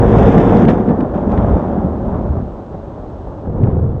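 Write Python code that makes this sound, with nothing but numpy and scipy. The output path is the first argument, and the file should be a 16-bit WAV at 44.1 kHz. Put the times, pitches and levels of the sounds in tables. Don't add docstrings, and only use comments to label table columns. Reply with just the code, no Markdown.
import sys
import numpy as np
from scipy import signal
from scipy.fft import rfft, irfft, next_fast_len
from scipy.io import wavfile
from scipy.ndimage import uniform_filter1d, map_coordinates

SR = 44100
rng = np.random.default_rng(int(sys.argv[2]) if len(sys.argv) > 2 else 0)


def master_out(mix):
    frames = np.transpose(np.atleast_2d(mix))
    ceiling = np.clip(frames, -1, 1)
    pcm = np.round(ceiling * 32767).astype(np.int16)
    wavfile.write(sys.argv[1], SR, pcm)


N = 176400
T = np.arange(N) / SR

# delay t/s, gain
ROCK_ECHOES = [(.0085, 0.2), (.0128, 0.058), (0.0297, 0.38), (0.0402, 0.047), (0.06, 0.082)]
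# f/Hz, level/dB
AIR_COLOUR = [(500, -27.5), (1500, 1.5), (2300, 0), (3600, -2), (4300, -6), (4900, -8.5), (6500, -10),
              (8500, -17.5), (9600, -39.5), (14000, -47)]
# f/Hz, level/dB
FIZZ_COLOUR = [(500, -67.5), (1200, -5), (1700, 4), (2300, 0.5), (2900, -5), (3600, -5), (4200, -25.5),
               (4900, -18), (6500, -19.5), (8500, -31), (9600, -50.5), (14000, -74.5)]
# t/s, spike level/dB before filtering
TICKS = [(0.0577, -38), (0.1007, -31.5), (0.1835, -34), (0.193, -38.5), (0.198, -38), (0.211, -38.5),
         (0.2638, -35), (0.3361, -36.5), (0.3775, -31), (0.5287, -33), (0.5701, -36.5), (0.6116, -40),
         (0.6365, -39), (0.708, -34)]
# t/s, relative snap level/dB, relative sizzle level/dB, rise t/s
CRACKLES = [(0.183, -27.5, -47, 0.004), (0.337, -34, -53, .002), (0.376, -23.5, -41.5, 0.0051),
            (0.568, -28.5, -46.5, 0.0034), (0.652, -28.5, -49.5, 0.0023), (0.681, -17, -53, 0.0055),
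            (0.694, -35, -49.5, 0.0059), (0.704, -26, -58, 0.0035), (0.883, -33.5, -56, 0.0048),
            (1.005, -29.5, -49.5, 0.0027), (1.317, -33.5, -54.5, 0.0026), (1.341, -42, -62.5, .002),
            (1.373, -28.5, -58.5, 0.0059), (3.633, -35.5, -58, .005)]
# f/Hz, level/dB
SNAP_COLOUR = [(100, -59), (500, -10.5), (1200, 9), (1800, 5.5), (2400, -2), (4000, -13.5), (5500, -41.5),
               (9000, -66.5)]
# f/Hz, level/dB
SIZZLE_COLOUR = [(1000, -38), (3000, -4), (4500, 5), (7000, -4), (8700, -8), (10000, -22.5), (15000, -35)]
# t/s, relative peak level/dB, f/Hz
BOOMS = [(0.684, 5, 219), (0.798, -0.5, 213), (0.878, 0, 234), (0.911, -15, 247), (0.987, -3, 240),
         (1.024, 1, 248), (1.155, -7.5, 189), (1.367, -6.5, 83), (1.496, -7, 55.4), (1.522, -1.5, 81),
         (1.775, -1.5, 217), (1.846, 0, 204), (2.287, -5.5, 69.9), (2.363, -8.5, 98), (2.74, -17, 171),
         (3.497, -9, 91), (3.561, -14, 126), (3.628, 3.5, 115.6), (3.679, -9, 130), (3.768, -9, 103.6),
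         (3.838, -3, 116)]
# t/s, relative level/dB
ROAR_LEVELS = [(0, -14), (.22, -10.5), (.5, -12), (.63, -11.5), (.665, -15.5), (.70, -10.5), (.77, -17.5),
               (.81, -17), (.835, -20), (.9, -17), (.97, -22), (1.01, -20), (1.135, -23), (1.147, -17.5),
               (1.21, -19), (1.28, -22), (1.305, -17), (1.55, -17.5), (1.92, -24), (2.15, -22), (2.27, -24),
               (2.385, -24.5), (2.42, -30.5), (2.52, -30.5), (2.72, -32), (2.745, -28), (2.78, -31),
               (3.2, -32.5), (3.29, -29.5), (3.435, -33.5), (3.455, -26), (3.55, -25.5), (3.59, -24),
               (3.66, -21), (4, -29.5)]
# f/Hz, level/dB
PEAL_ROAR_COLOUR = [(150, -36.5), (270, -12.5), (350, 0.5), (480, 1), (600, -6), (720, -3.5), (900, -11.5),
                    (1300, -20), (1800, -28), (2400, -50), (4000, -82), (7000, -120)]
# f/Hz, level/dB
MIDDLE_ROAR_COLOUR = [(150, -41), (255, -6), (300, 1), (400, 1), (490, -3.5), (575, 1), (650, -3.5),
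                      (800, -5.5), (900, -8.5), (1300, -18), (1800, -31), (2400, -49.5), (4000, -77.5),
                      (7000, -120)]
# f/Hz, level/dB
LATE_ROAR_COLOUR = [(150, -26.5), (270, -6.5), (350, 1.5), (460, 2.5), (600, -7), (720, -9), (950, -15),
                    (1400, -25), (2000, -41.5), (4000, -87), (7000, -120)]
# t/s, relative level/dB
BODY_LEVELS = [(0.0, -14.5), (0.39, -8), (0.4, -12), (0.7, -8), (0.82, -22), (0.92, -11), (0.97, -26),
               (1.0, -17.5), (1.09, -27), (1.3, -15), (1.76, -20.5), (1.78, -22), (1.82, -25.5),
               (1.86, -11.5), (1.89, -25.5), (2.12, -20), (2.35, -25.5), (2.39, -21), (2.51, -34),
               (3.43, -38), (3.48, -22.5), (3.56, -26), (3.63, -18.5), (3.76, -23), (4.0, -29.5)]
# f/Hz, level/dB
BODY_COLOUR = [(90, -32.5), (145, -6.5), (185, 2), (225, 1.5), (275, -4), (340, -13.5), (500, -66),
               (2000, -120)]
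# t/s, relative level/dB
RUMBLE_LEVELS = [(0, -10), (.07, -14.5), (.2, -10.5), (.4, -17), (.55, -16), (.72, -19.5), (.8, -24),
                 (.95, -25.5), (1.24, -25.5), (1.36, -16.5), (1.54, -16), (1.62, -25.5), (2.25, -21.5),
                 (2.38, -21.5), (2.44, -26.5), (2.65, -37.5), (2.75, -31), (3.0, -34), (3.28, -28.5),
                 (3.43, -34), (3.49, -20.5), (3.66, -18.5), (3.86, -16.5), (4, -24)]
# f/Hz, level/dB
PEAL_RUMBLE_COLOUR = [(10, -31.5), (22, -17.5), (38, -4.5), (55, 2), (80, -4.5), (102, 6), (130, -2.5),
                      (165, -11.5), (260, -37.5), (1500, -120)]
# f/Hz, level/dB
MIDDLE_RUMBLE_COLOUR = [(10, -27.5), (22, -21.5), (38, 5.5), (55, 8), (85, 8.5), (120, 6), (160, -2),
                        (260, -53.5), (1500, -120)]
# f/Hz, level/dB
LATE_RUMBLE_COLOUR = [(10, -19), (25, 4.5), (55, 3), (85, 12), (125, 7), (160, 7.5), (260, -61),
                      (1500, -120)]

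PEAL_END_S, PEAL_FADE_S = 0.96, 0.47
LATE_S, LATE_FADE_S = 3.45, 0.08


def amp(db):
    return 10 ** (np.asarray(db) / 20)


def unit(x):
    return x / np.sqrt(np.mean(x ** 2) + 1e-20)


def level(rows):
    return amp(np.interp(T, *np.transpose(rows)))


def ramp(centre_s, length_s):
    return np.clip((T - centre_s) / length_s + .5, 0, 1)


def wobble(per_second):
    return map_coordinates(rng.standard_normal(int(N * per_second / SR) + 4), [T * per_second])


def coloured(x, colour):
    hz, db = np.transpose(colour)
    f = np.fft.rfftfreq(N, 1 / SR)
    gain = amp(np.interp(np.log(f + 1), np.log(hz), db))
    return unit(irfft(rfft(x) * gain, N))


def swarm(colour, scatter_db, count):
    sizes = rng.choice([-1, 1], count) * amp(scatter_db * rng.standard_normal(count))
    spikes = np.bincount(rng.integers(0, N, count), sizes, N)
    noise = coloured(spikes, colour)
    local_power = uniform_filter1d(uniform_filter1d(noise ** 2, size=SR // 16), size=SR // 16)
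    return noise / np.sqrt(np.abs(local_power) + 1e-9)


def off_rock(x):
    f = np.fft.rfftfreq(N, 1 / SR)
    echoes = sum(gain * np.exp(-2j * np.pi * f * delay_s) for delay_s, gain in ROCK_ECHOES)
    return unit(irfft(rfft(x) * (1 + echoes), N))


def air(level_db=-61.5, late_drop_db=4):
    gain = amp(level_db - late_drop_db * ramp(LATE_S, LATE_FADE_S))
    return gain * coloured(rng.standard_normal(N), AIR_COLOUR)


def fizz(base_db=-38, loud_roar_db=-11.5, steepness=2.04):
    drive = (level(ROAR_LEVELS) / amp(loud_roar_db)) ** steepness
    flicker_db = 0.93 * wobble(per_second=90)
    grit = off_rock(swarm(FIZZ_COLOUR, scatter_db=4, count=24000))
    return amp(base_db + flicker_db) * drive * grit


def ticks(band_hz=(1500, 5000)):
    spikes = np.zeros(N)
    for start_s, db in TICKS:
        spikes[round(start_s * SR)] = amp(db)
    return signal.lfilter(*signal.butter(1, band_hz, 'bandpass', fs=SR), spikes)


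def crackles(gain_db=-2.5, sharpness=1.7):
    snap_gain, sizzle_gain = np.zeros((2, N))
    for start_s, snap_db, sizzle_db, rise_s in CRACKLES:
        age = np.maximum(T - start_s, 0) / rise_s
        burst = amp(gain_db) * (age * np.exp(1 - age)) ** sharpness
        snap_gain += amp(snap_db) * burst
        sizzle_gain += amp(sizzle_db) * burst
    snap = snap_gain * swarm(SNAP_COLOUR, scatter_db=0, count=20000)
    sizzle = sizzle_gain * swarm(SIZZLE_COLOUR, scatter_db=0, count=8000)
    return snap + sizzle


def booms(gain_db=-4.5, rise_cycles=1.18):
    out = np.zeros(N)
    for (start_s, db, hz), phase in zip(BOOMS, rng.random(len(BOOMS))):
        cycles = np.maximum(T - start_s, 0) * hz
        age = cycles / rise_cycles
        swell = (age * np.exp(1 - age)) ** 2
        out += amp(db + gain_db) * swell * np.sin(2 * np.pi * (cycles + phase))
    return out


def rolls(roar_db=-0.5, rumble_db=1.5, shudder_db=0.78):
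    after_peal = ramp(PEAL_END_S, PEAL_FADE_S)
    after_lull = ramp(LATE_S, LATE_FADE_S)
    shares = np.sqrt([1 - after_peal, after_peal * (1 - after_lull), after_lull])
    roar_colours = [PEAL_ROAR_COLOUR, MIDDLE_ROAR_COLOUR, LATE_ROAR_COLOUR]
    peal, middle, late = (swarm(colour, scatter_db=3, count=10000) for colour in roar_colours)
    roar = shares[0] * off_rock(peal) + shares[1] * middle + shares[2] * late
    roar *= amp(roar_db) * level(ROAR_LEVELS)
    rumble_colours = [PEAL_RUMBLE_COLOUR, MIDDLE_RUMBLE_COLOUR, LATE_RUMBLE_COLOUR]
    rumbles = [swarm(colour, scatter_db=2.5, count=1600) for colour in rumble_colours]
    rumble = amp(rumble_db) * level(RUMBLE_LEVELS) * np.sum(shares * rumbles, axis=0)
    body = level(BODY_LEVELS) * swarm(BODY_COLOUR, scatter_db=2, count=2400)
    shudder = amp(shudder_db * wobble(per_second=22.07))
    return shudder * (roar + body + rumble)


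def scene():
    return (rolls() + booms() + crackles() + ticks() + fizz() + air())[None]


def record(dry):
    hardness, rasp_hz, top_hz = 8, 3200, 16000
    rounded = dry / (1 + np.abs(dry) ** hardness) ** (1 / hardness)
    size = next_fast_len(N + 8192)
    f = np.fft.rfftfreq(size, 1 / SR)
    rasp = rfft(rounded - dry, size) / (1 + (f / rasp_hz) ** 4)
    return irfft((rfft(dry, size) + rasp) * (f < top_hz), size)[:, :N]


dry = scene()
out = record(dry)
master_out(out)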